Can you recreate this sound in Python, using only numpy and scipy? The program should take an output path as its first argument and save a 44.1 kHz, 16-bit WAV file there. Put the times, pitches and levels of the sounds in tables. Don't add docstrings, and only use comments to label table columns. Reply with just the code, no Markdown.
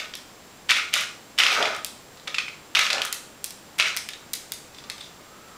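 import sys
import numpy as np
from scipy import signal
from scipy.fft import rfft, irfft, next_fast_len
from scipy.io import wavfile
from scipy.ndimage import uniform_filter1d

SR = 44100
rng = np.random.default_rng(int(sys.argv[2]) if len(sys.argv) > 2 else 0)


def gain_from_decibels(decibels):
    exponent = np.asarray(decibels, float) / 20
    return 10 ** exponent


def generate_wav(signal):
    frames = np.transpose(np.atleast_2d(signal))
    scaled = np.clip(frames, -1, 1) * 32767
    pcm = np.round(scaled).astype(np.int16)
    wavfile.write(sys.argv[1], SR, pcm)


N = 245637


def rms_one(x):
    return x / np.sqrt(np.mean(x ** 2) + 1e-20)


def at_hz(points, hz):
    table = np.array(points)
    return np.interp(np.log(hz), np.log(table[:, 0]), table[:, 1])


def resonate(x, hz, width_hz):
    radius, angle = np.exp(-np.pi * width_hz / SR), 2 * np.pi * hz / SR
    feed = [(1 - radius ** 2) / 2, 0, (radius ** 2 - 1) / 2]
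    return signal.lfilter(feed, [1, -2 * radius * np.cos(angle), radius ** 2], x + 1e-18)


def dull(x, cut_hz):
    return signal.sosfilt(signal.butter(2, cut_hz, fs=SR, output="sos"), x)


def thin(x, cut_hz, order=3):
    return signal.sosfilt(signal.butter(order, cut_hz, "high", fs=SR, output="sos"), x)


def grains(modes, per_s, spread_db, widen):
    born = rng.random(N) < per_s / SR
    sizes = born * gain_from_decibels(abs(spread_db) * np.minimum(rng.exponential(1, N), 4))
    total = 0
    for hz, width_hz, db in modes:
        strikes = sizes * rng.standard_normal(N)
        total = total + gain_from_decibels(db) * resonate(strikes, hz, width_hz * widen)
    return rms_one(total)


# start_s, level_db
SWIPE_FORCES = [
    [(0.0, -25.5), (0.014, -30.5), (0.03, -36), (0.06, -34.5)],
    [(0.688, -27), (0.702, -10.5), (0.731, -30), (0.774, -16.5), (0.817, -36), (0.86, -33)],
    [(0.927, -32), (0.941, -17.5), (0.968, -21), (1.009, -25.5), (1.05, -32)],
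    [(1.378, -34), (1.392, -13.5), (1.431, -21), (1.483, -21.5), (1.536, -19), (1.589, -27), (1.67, -29),
     (1.8, -44)],
    [(2.275, -24), (2.289, -41), (2.33, -47)],
    [(2.75, -24.5), (2.764, -21), (2.801, -23), (2.853, -24), (2.904, -36), (2.956, -31.5), (3.007, -54),
     (3.11, -61)],
    [(3.785, -33), (3.799, -11), (3.826, -30.5), (3.868, -19.5), (3.909, -30.5), (3.95, -49)],
    [(4.73, -62), (4.78, -56), (4.86, -71), (4.93, -71), (4.98, -64), (5.03, -53), (5.08, -57)],
]


def swipe_gain(extra_db):
    t, gain = np.arange(N) / SR, np.zeros(N)
    for rows, db in zip(map(np.array, SWIPE_FORCES), extra_db):
        inside = (t >= rows[0, 0]) & (t <= rows[-1, 0])
        gain[inside] = gain_from_decibels(db + np.interp(t[inside], *rows.T))
    return uniform_filter1d(gain, size=88)


# pitch_hz, width_hz, level_db
PELLET_MODES = [(2060, 790, 1), (2300, 580, 6.5), (2500, 430, 0.5), (2890, 370, 3.5)]


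def pellet_rattle():
    rattle = grains(PELLET_MODES, per_s=1500, spread_db=1.8, widen=.7)
    return dull(rattle, cut_hz=3500) * swipe_gain(np.zeros(len(SWIPE_FORCES)))


# pitch_hz, width_hz, level_db
WALL_MODES = [(1263, 27, -7.5), (1380, 84, -7.5)]
WALL_SHARES = [1, -5.5, 0.5, 0.5, -5, 1.5, -1, 2]


def wall_drum():
    lag_s = 0.015
    late = np.roll(swipe_gain(WALL_SHARES), round(lag_s * SR))
    late = uniform_filter1d(late, size=1000)
    drum = dull(grains(WALL_MODES, per_s=700, spread_db=3.0, widen=3.6), cut_hz=1700)
    return drum * (gain_from_decibels(-6) * late + shove_gain(axis=3))


# pitch_hz, width_hz, level_db
BASE_MODES = [(228, 15, -12), (399, 33, -3.5), (505, 12, -10), (621, 90, 6), (808, 51, 1)]
BASE_SHARES = [-13, -22.5, -21.5, -17.5, -16, -16.5, -19.5, -23]


def base_judder():
    judder = dull(grains(BASE_MODES, per_s=1000, spread_db=-3.0, widen=1.6), cut_hz=2600)
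    return judder * (swipe_gain(BASE_SHARES) + shove_gain(axis=2))


# pitch_hz, width_hz, level_db
CLAW_MODES = [(3550, 750, 22), (4700, 750, 14), (5660, 1750, 14.5), (7800, 2200, -29), (11500, 3500, -13)]
# pitch_hz, width_hz, level_db
CRUMB_MODES = [(8600, 4600, -4), (12200, 3700, -4)]
CLAW_SHARES = [-4, -6.5, -3, -4, -23, -2, -6.5, 9.5]


def claw_scratch():
    scratch = dull(grains(CLAW_MODES, per_s=2500, spread_db=-0.3, widen=0.98), cut_hz=7700)
    crumbs = grains(CRUMB_MODES, per_s=900, spread_db=1.0, widen=1)
    return (scratch + gain_from_decibels(-18.5) * crumbs) * swipe_gain(CLAW_SHARES)


def swipes():
    light = gain_from_decibels(-5.5) * pellet_rattle() + gain_from_decibels(-4.5) * wall_drum() + gain_from_decibels(-4) * claw_scratch()
    heavy = base_judder() + floor_rumble()
    return thin(light, cut_hz=1100) + gain_from_decibels(-4.0) * heavy


# pitch_hz, t60_s
ROOM_DECAY = [(250, 0.5), (1300, 0.45), (3500, 0.41), (9000, 0.5), (15000, 0.042)]
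# delay_s, level_db
EARLY_ECHOES = [(.004, -17), (.017, -14), (.024, -17)]


def kitchen(x, wet_db, onset_s):
    t = np.arange(SR // 2) / SR
    tail, edges = 0, 150 * 2 ** np.arange(0, 7, .5)
    for low, high in zip(edges, edges[1:]):
        half_octave = signal.butter(2, [low, high], "band", fs=SR, output="sos")
        band = signal.sosfilt(half_octave, rng.standard_normal(len(t)))
        tail = tail + band * gain_from_decibels(-60 * t / at_hz(ROOM_DECAY, np.sqrt(low * high)))
    tail = tail * (1 - np.exp(-(t / onset_s) ** 2))
    response = gain_from_decibels(wet_db) * tail / np.sqrt(np.sum(tail ** 2))
    for s, db in EARLY_ECHOES:
        response[round(s * SR)] += gain_from_decibels(db)
    direct, to_walls = x
    return direct + signal.fftconvolve(to_walls, response)[:N]


# pitch_hz, level_db per Hz
HISS_SPECTRUM = [(20, -8.5), (195, 0.5), (492, -1.5), (1240, -5.5), (2370, -9.5), (7510, -14), (8170, -18),
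                 (16500, -24)]
# pitch_hz, level_db rms
WHINE_TONES = [(7559, -61.5), (15135, -67.5)]


def camera_noise():
    size = next_fast_len(N)
    hz = np.maximum(np.arange(size // 2 + 1) * SR / size, 1)
    spectrum = rfft(rng.standard_normal(size)) * gain_from_decibels(at_hz(HISS_SPECTRUM, hz))
    noise = rms_one(irfft(spectrum, size)[:N]) * gain_from_decibels(-48)
    t, wander = np.arange(N) / SR, np.cumsum(rng.standard_normal(N)) * 0.0074
    for f, db in WHINE_TONES:
        noise = noise + gain_from_decibels(db + 1.5) * np.sin(2 * np.pi * f * t + wander * f / 7559)
    return noise


def knock(hz, body_db, crack_db, shiver_db, hard_db, draw):
    t = np.arange(len(draw)) / SR
    turns = 2 * np.pi * hz * t
    ring = np.sin(turns) * np.exp(-t * hz / 1.5)
    ring = ring + .5 * np.sin(turns * (1.5 + .1 * draw[0])) * np.exp(-t * hz / .9)
    ring = ring + .4 * np.sin(turns * (.65 + .05 * draw[1])) * np.exp(-t * hz / 1.4)
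    ring = thin(ring * (1 - np.exp(-t * hz / .6)), cut_hz=1150)
    ring = gain_from_decibels(body_db - 1) * ring / np.abs(ring).max()
    chatter = draw[::-1] * np.exp(-t / 0.007)
    shiver = resonate(chatter, min(hz, 4200), 2200) + .4 * resonate(chatter, 2350, 900)
    body = ring + gain_from_decibels(shiver_db + 12) * thin(dull(shiver, cut_hz=5600), cut_hz=1150)
    splinters = (t == 0) + .1 * draw * np.exp(-t / .002)
    heard = [splinters, 1.2 * (t == 0)]
    crack = thin(heard, cut_hz=4200, order=2)
    crack = dull(crack, cut_hz=min(15500 * 2 ** (hard_db / 15), 18000))
    return body + gain_from_decibels(crack_db + 19.5 - 0.19 * hard_db) * crack


# start_s, peak_db, pitch_hz, crack_db re peak
FLUNG_PELLETS = [(0.6925, -8, 2910, -28), (0.708, 0, 3500, -14.5), (0.7164, -2.5, 2480, -27),
                 (0.7968, -15, 2470, -28), (0.939, -2.5, 3020, -10.5), (1.036, -19.5, 2380, -22),
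                 (1.3792, -15.5, 3300, -17), (1.3871, -4.5, 3300, -13.5), (1.402, -1.5, 2900, -23),
                 (1.4191, -9, 2930, -29), (1.4355, -2.5, 2900, -18.5), (1.4657, -4, 2700, -29),
                 (1.6265, -6, 3130, -27), (1.6552, -9, 2400, -21), (2.7504, -6, 3080, -16.5),
                 (2.7547, -2.5, 2900, -25), (2.7704, -5.5, 2290, -21), (2.777, -19, 2390, -29),
                 (2.7915, -4.5, 2230, -12.5), (2.9027, -6.5, 3510, -25), (2.9068, -9, 2620, -15.5),
                 (2.9308, -6.5, 4550, -17), (2.9817, -12, 2730, -25), (2.9945, -23, 2890, -21),
                 (3.0184, -6, 3190, -15.5), (3.7876, -11.5, 3500, -12.5), (3.7987, -2.5, 2570, -15.5),
                 (3.8088, -7, 3170, -32), (3.8242, -9, 2450, -26), (3.9195, -21, 2650, -27)]
# start_s, peak_db, pitch_hz, crack_db re peak
FLOOR_STRIKES = [(0.1531, -24, 5530, -4), (0.6877, -37, 3750, -7), (1.0091, -22, 3020, -3.5),
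                 (1.8467, -18, 5300, -1.5), (3.034, -33, 3200, -4), (3.0505, -21.5, 1270, -3.5),
                 (3.0551, -28, 1660, 0.5), (3.1271, -15, 4900, -1), (3.443, -22, 6200, 2.5),
                 (3.4488, -32, 6340, -1), (3.507, -30, 5860, -1), (3.7832, -30, 2260, -5),
                 (3.9656, -20, 2140, -1), (3.9717, -13.5, 5660, -7.5), (4.334, -25.5, 7040, 4),
                 (4.3372, -16.5, 5030, -2.5), (4.3534, -25, 6180, -5), (4.5203, -19, 4760, -1),
                 (4.8995, -17.5, 3930, -9), (5.4844, -40, 2500, -9)]
# start_s, peak_db, pitch_hz, crack_db re peak
FURTHER_KNOCKS = [(0.044, -32, 2500, -16), (0.138, -20, 3280, -28), (1.7486, -20, 3490, -13.5),
                  (1.7644, -28, 1210, -6.5), (2.173, -32.5, 3900, -19), (2.1978, -35, 4030, -17),
                  (2.274, -19, 2300, -27), (2.2774, -14.5, 3500, -19), (2.4819, -20.5, 2300, -42),
                  (2.794, -9, 3620, -26), (2.8135, -11, 4400, -22), (2.866, -12.5, 2900, -24),
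                  (3.0795, -28, 3180, -17), (3.9457, -28, 1620, -30), (4.0888, -16, 3140, -11),
                  (4.1347, -21.5, 3800, -39), (4.7464, -34, 4160, -12), (4.7845, -31.5, 4830, -21),
                  (4.8398, -31, 4970, -26), (4.8448, -33, 3570, -19), (4.9808, -29, 3510, -12),
                  (5.0114, -25.5, 3600, -17)]
# start_s, peak_db, pitch_hz, crack_db re peak
DROPPED_PELLETS = [
    (2.3439, -16, 2270, -42),
    (2.3831, -13, 2420, -41),
]
SHIVER_LEVELS = -18, -13.5, -15.5, -10


def knocks():
    drops = []
    for s, db, hz, rel_db in DROPPED_PELLETS:
        drops.append((s, db, hz, rel_db))
        for k in (1, 2):
            drops.append((s + k * 0.0016, db - 6.5, hz * 1.04, rel_db))
    out = np.zeros((2, N + 1200))
    groups = FLUNG_PELLETS, FLOOR_STRIKES, FURTHER_KNOCKS, drops
    for rows, shiver_db in zip(groups, SHIVER_LEVELS):
        for s, db, hz, rel_db in rows:
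            draw = rng.standard_normal(1200)
            hard_db = -3.5 + 0.86 * rel_db
            start = round(s * SR)
            out[:, start:start + 1200] += knock(hz, db, db + rel_db, db + shiver_db, hard_db, draw)
    return out[:, :N]


# start_s, level_db
LOW_THUMPS = [
    (0.709, -30),
    (1.399, -47),
    (2.792, -28.5),
    (3.8, -33),
]


def thumps():
    thump_hz = 500
    clicks = np.zeros(N)
    for s, db in LOW_THUMPS:
        clicks[round(s * SR)] = gain_from_decibels(db) * SR / thump_hz / 4
    return dull(clicks + 1e-18, cut_hz=thump_hz)


# hardest_push_s, half_length_s, base_db, wall_db
BOWL_SHOVES = [
    (1.552, 0.059, -35.5, -26.5),
    (1.612, 0.03, -25, -28),
    (1.68, 0.079, -35, -29),
    (2.286, 0.0097, -41, -34),
    (2.777, 0.022, -49, -27.5),
    (2.967, 0.051, -32.5, -31.5),
    (3.07, 0.099, -56, -36.5),
    (4.222, .02, -70, -43),
    (4.87, .06, -56, -53),
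]


def shove_gain(axis):
    t = np.arange(N) / SR
    return sum(gain_from_decibels(row[axis]) * np.exp(-((t - row[0]) / row[1]) ** 2) for row in BOWL_SHOVES)


# pitch_hz, width_hz, level_db
FLOOR_MODES = [(237, 56, -3.5), (355, 150, -0.5), (483, 78, 0)]


def floor_rumble():
    rumble = grains(FLOOR_MODES, per_s=1500, spread_db=-0.5, widen=0.69)
    return gain_from_decibels(12.5) * rumble * shove_gain(axis=2) ** 2


# pitch_hz, level_db, t60_s
TAG_MODES = [(3550, 0, .03), (4950, -6, .02), (8500, -11, .02)]
# start_s, level_db
TAG_TOUCHES = [
    (4.748, -45),
    (4.786, -47),
    (4.84, -43.5),
    (4.981, -42),
    (5.008, -33),
    (5.022, -44),
    (5.043, -40),
    (5.062, -47),
]


def tag():
    s, db = np.transpose(TAG_TOUCHES)
    out, uneven_db = 0, rng.normal(0, 4, (len(s), len(TAG_MODES)))
    for k, (hz, mode_db, t60_s) in enumerate(TAG_MODES):
        clicks = np.zeros(N)
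        clicks[(s * SR).astype(int)] = gain_from_decibels(db + mode_db + uneven_db[:, k])
        radius, angle = gain_from_decibels(-60 / (t60_s * SR)), 2 * np.pi * hz / SR
        poles = [1, -2 * radius * np.cos(angle), radius ** 2]
        out = out + signal.lfilter([0, np.sin(angle)], poles, clicks + 1e-18)
    return out


# start_s, pitch_hz, level_db
APPLIANCE_TRACK = [(4.8, 1162, -65), (4.87, 1173, -53), (4.98, 1183, -54), (5.05, 1190, -65),
                   (5.18, 1213, -59), (5.26, 1240, -62), (5.3, 1268, -54), (5.46, 1326, -57),
                   (5.57, 1240, -49)]


def appliance_whine():
    s, hz, db = np.transpose(APPLIANCE_TRACK)
    t = np.arange(N) / SR
    phase = 2 * np.pi * np.cumsum(np.interp(t, s, hz)) / SR
    slow = signal.lfilter([1], [1, -0.9955], rng.standard_normal((2, N)))
    band = slow[0] * np.cos(phase) + slow[1] * np.sin(phase)
    return rms_one(band) * gain_from_decibels(np.interp(t, s, db, left=-120, right=-120))


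def scene():
    sources = swipes() + knocks() + tag() * [[1], [.5]]
    room = kitchen(sources, wet_db=-7.0, onset_s=0.011) + thumps()
    mono = room + appliance_whine() + camera_noise()
    return np.array([mono, mono])


def roll_off(x):
    return signal.sosfilt(signal.butter(12, 17020, fs=SR, output="sos"), x)


def record(dry):
    squeezed = dry / (1 + np.abs(dry / .74) ** 4) ** .25
    low_pass = signal.cheby2(10, 32, 16100, fs=SR, output="sos")
    mix = signal.sosfilt(low_pass, squeezed)
    return roll_off(mix)


dry = scene()
out = record(dry)
generate_wav(out)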